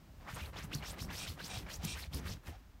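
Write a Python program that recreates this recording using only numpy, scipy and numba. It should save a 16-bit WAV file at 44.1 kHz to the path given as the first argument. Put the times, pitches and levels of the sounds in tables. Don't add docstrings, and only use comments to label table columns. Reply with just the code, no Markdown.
import sys
import numpy as np
from scipy import signal
from scipy.fft import rfft, irfft
from scipy.io import wavfile
from scipy.ndimage import uniform_filter1d
from numba import njit

SR = 44100
rng = np.random.default_rng(int(sys.argv[2]) if len(sys.argv) > 2 else 0)


def unload_wav(signal):
    wavfile.write(
        sys.argv[1],
        SR,
        np.round(np.clip(np.atleast_2d(signal).T, -1, 1) * 32767).astype(np.int16),
    )


N = 123479

# f/Hz, level/dB
ROOM_SPECTRUM = [(25, -10), (55, -4), (75, -8), (165, -21), (253, -19.5), (471, -32.5), (524, -28.5),
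                 (1000, -31), (15600, -50)]
# f/Hz, width per filter pass/Hz, level re rumble/dB
BED_MODES = [(52.7, 12.4, -10), (71.1, 15, -9), (94.3, 25, -10), (151, 38, -5.5), (190.8, 51, -7.5),
             (266, 200, -10.5)]
# t/s, deep level/dB, upper level/dB
RUMBLE_LEVELS = [(0.0, -66, -64), (0.13, -69, -65.5), (0.36, -49, -55), (0.54, -52.5, -56),
                 (0.64, -47, -48.5), (0.74, -48, -49.5), (0.98, -51.5, -55), (1.03, -43, -46),
                 (1.18, -48.5, -55), (1.32, -46.5, -52.5), (1.37, -62, -54), (1.649, -41, -49),
                 (1.71, -58, -56.5), (1.81, -45.5, -58), (1.85, -39.5, -45), (1.92, -47, -53.5),
                 (2.11, -50, -64.5), (2.15, -48.5, -44.5), (2.37, -48, -55.5), (2.44, -69, -70.5),
                 (2.491, -41, -44), (2.59, -60, -91), (2.8, -82, -77)]
# t/s, rub level/dB, rub centre f/Hz,
# low rustle re rub level/dB, treble hiss re rub level/dB
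PAW_STROKES = [
    [(0.212, -72.5, 1060, 12.5, -5), (0.258, -74, 1330, 13.5, -17), (0.288, -47, 1350, -0.5, -30),
     (0.316, -47.5, 1410, -23, -17), (0.36, -57, 2600, -1, -2)],
    [(0.36, -50, 1400, -9.5, -19), (0.38, -45.5, 1350, -4.5, -44), (0.416, -48.5, 2330, -12.5, -15),
     (0.452, -55, 2660, -3.5, -6.5), (0.5, -62, 1330, 4, -5), (0.52, -71, 1150, -6, -16)],
    [(0.52, -74, 1390, -10, -1), (0.534, -62, 1530, 10, -26), (0.586, -45.5, 2070, -5, -21),
     (0.622, -50.5, 1870, -12, -18), (0.648, -53, 1490, -2.5, -4), (0.69, -73, 1230, 2, -8)],
    [(0.69, -73, 2010, 11, -11), (0.706, -67, 2470, 10.5, -13), (0.734, -47, 3560, -12.5, -19),
     (0.752, -48.5, 4500, -3, -8), (0.776, -60, 4540, 0.5, 1), (0.81, -63.5, 1780, 9, -6)],
    [(0.81, -70.5, 1780, 6, -24), (0.832, -47.5, 1590, -3, -24), (0.884, -46, 4480, -12, -12),
     (0.904, -42.5, 4500, -11.5, -16), (0.926, -60, 2350, 3.5, 3), (0.95, -55, 1480, 3, -21)],
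    [(0.968, -65, 1690, 14, -9), (0.992, -45, 2560, -8.5, -25), (1.022, -47.5, 4800, -17, -6),
     (1.048, -56, 4660, 3, -2.5), (1.07, -64, 3820, -19, -3)],
    [(1.07, -72.5, 1570, 14, -14), (1.108, -46.5, 1720, -6.5, -31), (1.128, -48, 1990, -8, -12),
     (1.162, -45, 4350, -11.5, -10.5), (1.236, -45.5, 3340, -8, -15), (1.25, -48.5, 3490, -1, -20)],
    [(1.25, -59, 2730, -16, -27), (1.274, -41.5, 3000, -14, -22), (1.294, -49, 3700, -12, -4.5),
     (1.318, -50.5, 3900, -5.5, -12), (1.342, -57, 3000, -10, -5.5), (1.365, -70, 2160, -10, -7)],
    [(1.365, -69, 1630, 8, -10), (1.403, -48, 1770, -3, -18), (1.419, -52, 1950, -10, -15),
     (1.457, -45.5, 4550, -11.5, -12), (1.481, -51.5, 3260, -3.5, -8), (1.5, -55, 2090, -11, -14)],
    [(1.5, -59.5, 3040, 7, -17), (1.54, -46.5, 2820, -5.5, -19), (1.588, -44.5, 3800, -15, -15),
     (1.608, -53, 3580, -4.5, -10), (1.634, -59, 2140, -7, -9), (1.655, -65, 1360, -3, -17)],
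    [(1.655, -70, 1900, 6, -20), (1.669, -61.5, 1830, 9.5, -26), (1.693, -48.5, 1720, -8, -18),
     (1.739, -45, 4900, -10, -13), (1.777, -60, 5200, -1.5, -0.5), (1.8, -76, 2200, 10, -26)],
    [(1.8, -63, 2170, -9, -19), (1.826, -52, 3110, -0.5, -32), (1.848, -41.5, 3900, -12, -6),
     (1.882, -49, 3180, -9, -14), (1.922, -52, 3080, -6.5, -5), (1.945, -68, 3180, -31, -19)],
    [(1.945, -47, 2260, -9.5, -20), (1.967, -45.5, 1770, -9, -18), (1.991, -48, 2040, -18, -5.5),
     (2.023, -49, 3520, -9, -10.5), (2.061, -53.5, 2970, -8.5, -16), (2.1, -77, 2150, -8, -12)],
    [(2.11, -70.5, 2660, 6, -8), (2.134, -51, 3500, -4.5, -10), (2.148, -46.5, 3940, -5, -4),
     (2.158, -46.5, 4300, -17, -9), (2.18, -52, 3780, -1, -3), (2.225, -66.5, 1410, 3, -12)],
    [(2.225, -60.5, 1440, -2, -27), (2.267, -44, 1380, -16.5, -15.5), (2.303, -54, 3450, 1.5, -3),
     (2.323, -44, 4000, -19, -25), (2.353, -59.5, 4200, -2, -14), (2.4, -74, 1560, -12, -13)],
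    [(2.438, -74.5, 1490, 12.5, 2), (2.472, -48, 1990, -11, -17), (2.496, -54, 1930, -11, -9.5),
     (2.564, -71.5, 1280, 5.5, -23), (2.6, -73, 1420, -9, -10)],
]
# t/s, level before attack and decay/dB, f/Hz, ring/cycles
PAW_THUDS = [(0.209, -48, 53.4, 2.8), (0.333, -30, 123, 2.2), (0.414, -35, 78.6, 4.1),
             (0.642, -36.5, 163.5, 5.7), (0.733, -43, 132, 1.9), (0.7533, -22.5, 140, 2.5),
             (0.791, -42, 99.6, 1.5), (0.895, -36.5, 71.5, 2.4), (1.015, -27.5, 99, 2.04),
             (1.08, -29.5, 60.4, 1.66), (1.223, -36, 52.3, 1.7), (1.283, -37.5, 113, 6.1),
             (1.301, -32.5, 76.4, 3), (1.44, -38, 164, 3.4), (1.534, -37, 67.4, 3.3),
             (1.572, -27.5, 110, 2.1), (1.651, -34, 60.5, 1.5), (1.787, -34.5, 61.3, 2),
             (1.837, -25, 151, 1.85), (1.85, -27, 175, 3.4), (1.922, -42.5, 71, 11), (2.01, -42.5, 72, 12),
             (2.076, -39.5, 70.3, 7), (2.146, -33, 71.6, 5.9), (2.194, -33, 157, 3.1),
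             (2.251, -36.5, 78, 7.6), (2.308, -27, 86.4, 1.4), (2.348, -41.5, 61.6, 4.9),
             (2.483, -38, 81.6, 3.2)]
# start t/s, end t/s, first f/Hz, last f/Hz, level/dB, roughness/0-1
CLAW_ZIPS = [(.260, .287, 700, 2700, -54, .35), (.280, .303, 1150, 1500, -52, .35),
             (.342, .348, 6400, 6700, -56, .2), (.345, .358, 8600, 9800, -51, .6),
             (.348, .375, 8300, 8250, -58, .25), (.352, .362, 10800, 11200, -58, .4),
             (.397, .409, 1900, 4300, -51, .2), (.405, .424, 2850, 2700, -54, .25),
             (.422, .441, 2400, 2520, -56, .2), (.442, .468, 2600, 4900, -57.5, .45),
             (.555, 0.594, 2300, 6300, -55, 0.75), (.620, 0.649, 3500, 10000, -57.5, 1),
             (.712, .725, 1800, 3700, -52, .5), (.714, .737, 1100, 3250, -47, .22),
             (.730, .746, 2500, 4900, -43, .18), (.742, .7485, 5000, 6200, -44, .2),
             (.744, .750, 4500, 4300, -46, .2), (.751, .767, 4480, 4620, -53, .4),
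             (.766, .800, 4350, 4200, -58, .45), (.820, 0.833, 1800, 3170, -52, 0.6),
             (.835, 0.857, 900, 2080, -52, .5), (0.849, 0.888, 5200, 6100, -54.5, .4),
             (.896, 0.925, 6200, 10600, -50, .2), (.988, 1.03, 2300, 6900, -53, 0.54),
             (1.029, 1.055, 5200, 5630, -59, 0.4), (1.078, 1.116, 1300, 4100, -57, .45),
             (1.094, 1.126, 600, 2800, -54, .55), (1.125, 1.165, 1500, 2400, -56, .55),
             (1.118, 1.152, 3800, 7500, -56, .6), (1.167, 1.201, 4900, 6200, -52, .3),
             (1.256, 1.290, 800, 7400, -52, .35), (1.282, 1.309, 4000, 4700, -55, .5),
             (1.388, 1.405, 2200, 4470, -53, 0.65), (1.395, 1.419, 1400, 1870, -51, .2),
             (1.405, 1.448, 4000, 4300, -55, 0.58), (1.438, 1.462, 4100, 7200, -54, .4),
             (1.454, 1.488, 4900, 9200, -53, .2), (1.555, 1.58, 2500, 5510, -54, .6),
             (1.664, 1.668, 2300, 2380, -50, 0), (1.679, 1.696, 1500, 2900, -53, .35),
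             (1.691, 1.712, 1400, 1950, -55, .4), (1.696, 1.722, 4100, 5000, -54, .4),
             (1.738, 1.750, 5800, 5820, -48, .15), (1.748, 1.766, 6000, 7400, -52, .3),
             (1.955, 2.003, 1300, 2010, -57.5, .5), (1.980, 2.006, 4200, 5660, -58, 0.74),
             (2.015, 2.044, 4700, 3780, -53.5, 0.42), (2.041, 2.043, 2300, 2350, -46.5, 0),
             (2.122, 2.152, 2500, 6200, -52, 0.73), (2.16, 2.208, 4500, 6600, -60.5, 0.93),
             (2.26, 2.311, 2800, 6800, -53.5, 0.97), (2.310, 2.33, 5600, 4930, -53, 0.66)]
# start t/s, end t/s, first f/Hz, last f/Hz, peak level/dB
CLOTH_SNAPS = [(.7040, .7065, 890, 2500, -56), (.7475, .7522, 4300, 15000, -37),
               (.9428, .9442, 11500, 15700, -52), (1.5000, 1.5015, 12500, 15700, -55),
               (0.939, 0.9423, 1480, 2780, -46.5), (1.0235, 1.0258, 700, 2240, -42.5),
               (1.8487, 1.8528, 5200, 15500, -35), (2.1452, 2.1476, 9200, 12500, -36),
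               (2.3690, 2.3710, 800, 3000, -55), (2.483, 2.4900, 500, 1470, -50.5)]
# start t/s, length/s, level/dB, hollow low note re level/dB, top-band gain/dB
DOG_SNORTS = [(1.171, 0.097, -48, -31.5, 1.5), (1.484, 0.098, -49, -6, -0.5), (1.779, 0.052, -66, 7.5, -15),
              (1.862, 0.097, -45.5, -39, 0.5), (2.51, 0.065, -67, 8, -14)]
# f/Hz, width per filter pass/Hz, relative level/dB
NOSE_BANDS = [(2405, 150, 2), (2720, 260, -2), (3200, 320, -2), (3840, 580, 2.5), (4550, 390, -7),
              (5470, 950, 1), (6500, 1900, -5.5), (8000, 1900, 1), (9240, 1100, 0.5)]
# f/Hz, gain/dB
MIC_RESPONSE = [(20, -25), (32, 0.5), (50, 1), (4500, 0), (5000, 1), (5600, 1), (9500, -2.5), (10500, -5),
                (11500, 0), (15500, 4)]

ROOM_LEVEL_DB, ROOM_DRIFT_DB = -57.5, 1.5
BED_SPLIT_HZ, BED_FLICKER_DB = 120, 2
RUB_WIDTH_SHARE, RUB_GRAIN_DB, RUB_SKIRT_DB, RUB_EDGE_S = 1, 2, -4, 0.015
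TAIL_T60_S, TAIL_DELAY_S, TAIL_DB = 0.24, 0.004, -20
THUD_ATTACK_S = 0.0027
ZIP_WIDTH_SHARE, ZIP_WOBBLE_SHARE, ZIP_FLUTTER_DB = 0.3, 0.04, 5
ZIP_RISE_SHARE, ZIP_FALL_SHARE = 0.35, 0.2
SNAP_BEND = 2.5
SNORT_ATTACK_S, SNORT_RELEASE_S, SNORT_FLUTTER_DB = 0.022, 0.024, 0.5
NOSE_TOP_HZ, HOLLOW_HZ, HOLLOW_WIDTH_HZ = 7400, 740, 110
MIC_TOP_HZ = 15757


def undb(db):
    return 10 ** (np.asarray(db) / 20)


def unit(x):
    return x / np.sqrt(np.mean(x ** 2) + 1e-30)


@njit
def svf(x, hz, width_hz):
    y, band_state, low_state = np.empty(len(x)), 0., 0.
    for i in range(len(x)):
        g = np.tan(np.pi * hz[i] / SR)
        k = width_hz[i] / hz[i]
        v = (band_state + g * (x[i] - low_state)) / (1 + g * (g + k))
        band_state = 2 * v - band_state
        low_state += 2 * g * v
        y[i] = k * v
    return y


def band(x, hz, width_hz):
    hz, width_hz = hz + 0 * x, width_hz + 0 * x
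    return svf(svf(x, hz, width_hz), hz, width_hz)


def walk(n, rate_hz):
    hold = max(int(SR / rate_hz), 1)
    steps = np.repeat(rng.standard_normal(n // hold + 1), hold)
    return 1.42 * uniform_filter1d(steps, hold)[:n]


def colour(x, points):
    p = np.array(points)
    hz = np.arange(len(x) // 2 + 1) * SR / len(x)
    gain_db = np.interp(np.log(hz + 1), np.log(p[:, 0]), p[:, 1])
    return irfft(rfft(x) * undb(gain_db), len(x))


def add(out, x, start_s):
    i = int(start_s * SR)
    out[i:i + len(x)] += x[:len(out) - i]


def fade(n, attack_s, release_s):
    t = np.arange(n) / SR
    ramp = np.minimum(t / attack_s, t[::-1] / release_s)
    return np.sin(np.pi / 2 * np.clip(ramp, 0, 1)) ** 2


def room_noise():
    noise = unit(colour(rng.standard_normal(N), ROOM_SPECTRUM))
    return noise * undb(ROOM_LEVEL_DB + ROOM_DRIFT_DB * walk(N, 6))


def bed_rumble():
    t, levels, out = np.arange(N) / SR, np.array(RUMBLE_LEVELS), np.zeros(N)
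    for hz, width_hz, mode_db in BED_MODES:
        column = 1 if hz < BED_SPLIT_HZ else 2
        level_db = np.interp(t, levels[:, 0], levels[:, column])
        flicker_db = BED_FLICKER_DB * walk(N, 25.18)
        mode = unit(band(rng.standard_normal(N), hz, width_hz))
        out += undb(level_db + mode_db + flicker_db) * mode
    return out


def grit(share=1):
    return rng.standard_normal(N) * undb(share * RUB_GRAIN_DB * walk(N, 400))


def strokes():
    core_grit, skirt_grit, out = grit(), grit(), np.zeros(N)
    rustle = unit(band(grit(), 656.0, 1560.0))
    hiss = unit(band(grit(share=0.62), 9900.0, 11000.0))
    for rows in PAW_STROKES:
        r = np.array(rows)
        i, j = int((r[0, 0] - RUB_EDGE_S) * SR), int((r[-1, 0] + RUB_EDGE_S) * SR)
        t = np.arange(i, j) / SR
        level_db, hz, rustle_db, hiss_db = (np.interp(t, r[:, 0], r[:, k]) for k in (1, 2, 3, 4))
        width_hz = RUB_WIDTH_SHARE * hz
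        core = band(core_grit[i:j], hz, width_hz) / np.sqrt(width_hz / SR)
        skirt = svf(skirt_grit[i:j], 0.94 * hz, 1.35 * hz) / np.sqrt(1.12 * hz / SR)
        rub = 0.36 * (core + undb(RUB_SKIRT_DB) * skirt)
        rub += undb(rustle_db) * rustle[i:j] + undb(hiss_db) * hiss[i:j]
        out[i:j] += rub * undb(level_db) * np.sqrt(fade(j - i, 2 * RUB_EDGE_S, 2 * RUB_EDGE_S))
    return out


def room_tail(near):
    t = np.arange(SR // 4) / SR
    decay = np.exp(-np.log(1000) * t / TAIL_T60_S)
    tail = rng.standard_normal(len(t)) * decay * (t > TAIL_DELAY_S)
    wet = signal.fftconvolve(near, tail / np.sqrt(np.sum(tail ** 2)))[:N]
    return undb(TAIL_DB) * wet


def thuds():
    t, out = np.arange(SR // 5) / SR, np.zeros(N)
    for start_s, level_db, hz, cycles in PAW_THUDS:
        attack = 1 - np.exp(-t / THUD_ATTACK_S)
        decay = np.exp(-t * hz * np.pi / cycles)
        add(out, undb(level_db) * attack * decay * np.sin(2 * np.pi * hz * t), start_s)
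    return out


def zips():
    out = np.zeros(N)
    wobble, flutter, noise = walk(N, 300), walk(N, 500), rng.standard_normal(N)
    for start_s, end_s, first_hz, last_hz, level_db, rough in CLAW_ZIPS:
        length_s = end_s - start_s
        hz = np.geomspace(first_hz, last_hz, int(length_s * SR))
        rough = np.clip(rough, 0, 1)
        i = int(start_s * SR)
        s = slice(i, i + len(hz))
        tone_hz = hz * (1 + ZIP_WOBBLE_SHARE * rough * wobble[s])
        tone = np.sqrt(2) * np.sin(2 * np.pi * np.cumsum(tone_hz) / SR)
        tone *= undb(ZIP_FLUTTER_DB * np.sqrt(rough) * flutter[s])
        width_hz = ZIP_WIDTH_SHARE * (0.69 + rough ** 2) * hz + 300
        scrape = unit(band(noise[s], hz, width_hz))
        drag = np.sqrt(1 - rough) * tone + np.sqrt(rough) * scrape
        envelope = fade(len(hz), ZIP_RISE_SHARE * length_s, ZIP_FALL_SHARE * length_s)
        add(out, undb(level_db) * drag * envelope, start_s)
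    return out


def snaps():
    out = np.zeros(N)
    for start_s, end_s, first_hz, last_hz, level_db in CLOTH_SNAPS:
        length_s = end_s - start_s
        bend = np.linspace(0, 1, int(length_s * SR)) ** SNAP_BEND
        hz = first_hz + (last_hz - first_hz) * bend
        chirp = np.sin(2 * np.pi * np.cumsum(hz) / SR)
        add(out, undb(level_db) * chirp * fade(len(hz), length_s / 3, length_s / 8), start_s)
    return out


def snorts():
    air = rng.standard_normal(N) * undb(SNORT_FLUTTER_DB * walk(N, 90))
    lower, top, out = np.zeros(N), np.zeros(N), np.zeros(N)
    for k, (hz, width_hz, band_db) in enumerate(NOSE_BANDS):
        resonance = (-1) ** k * undb(band_db) * band(air, hz, width_hz) / np.sqrt(width_hz)
        if hz > NOSE_TOP_HZ:
            top += resonance
        else:
            lower += resonance
    size = np.std(lower + top)
    hollow = unit(band(air, HOLLOW_HZ, HOLLOW_WIDTH_HZ))
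    for start_s, length_s, level_db, hollow_db, top_db in DOG_SNORTS:
        i, n = int(start_s * SR), int(length_s * SR)
        puff = (lower + undb(top_db) * top) / size + undb(hollow_db) * hollow
        add(out, undb(level_db) * puff[i:i + n] * fade(n, SNORT_ATTACK_S, SNORT_RELEASE_S), start_s)
    return out


def scene():
    near = strokes() + zips() + snaps() + snorts()
    mattress = bed_rumble() + thuds()
    return (near + room_tail(near) + mattress + room_noise())[None]


def record(dry):
    heard = colour(dry[0], MIC_RESPONSE)
    top_cut = signal.ellip(12, 0.2, 80, MIC_TOP_HZ, fs=SR, output="sos")
    return signal.sosfilt(top_cut, heard)[None]


dry = scene()
out = record(dry)
unload_wav(out)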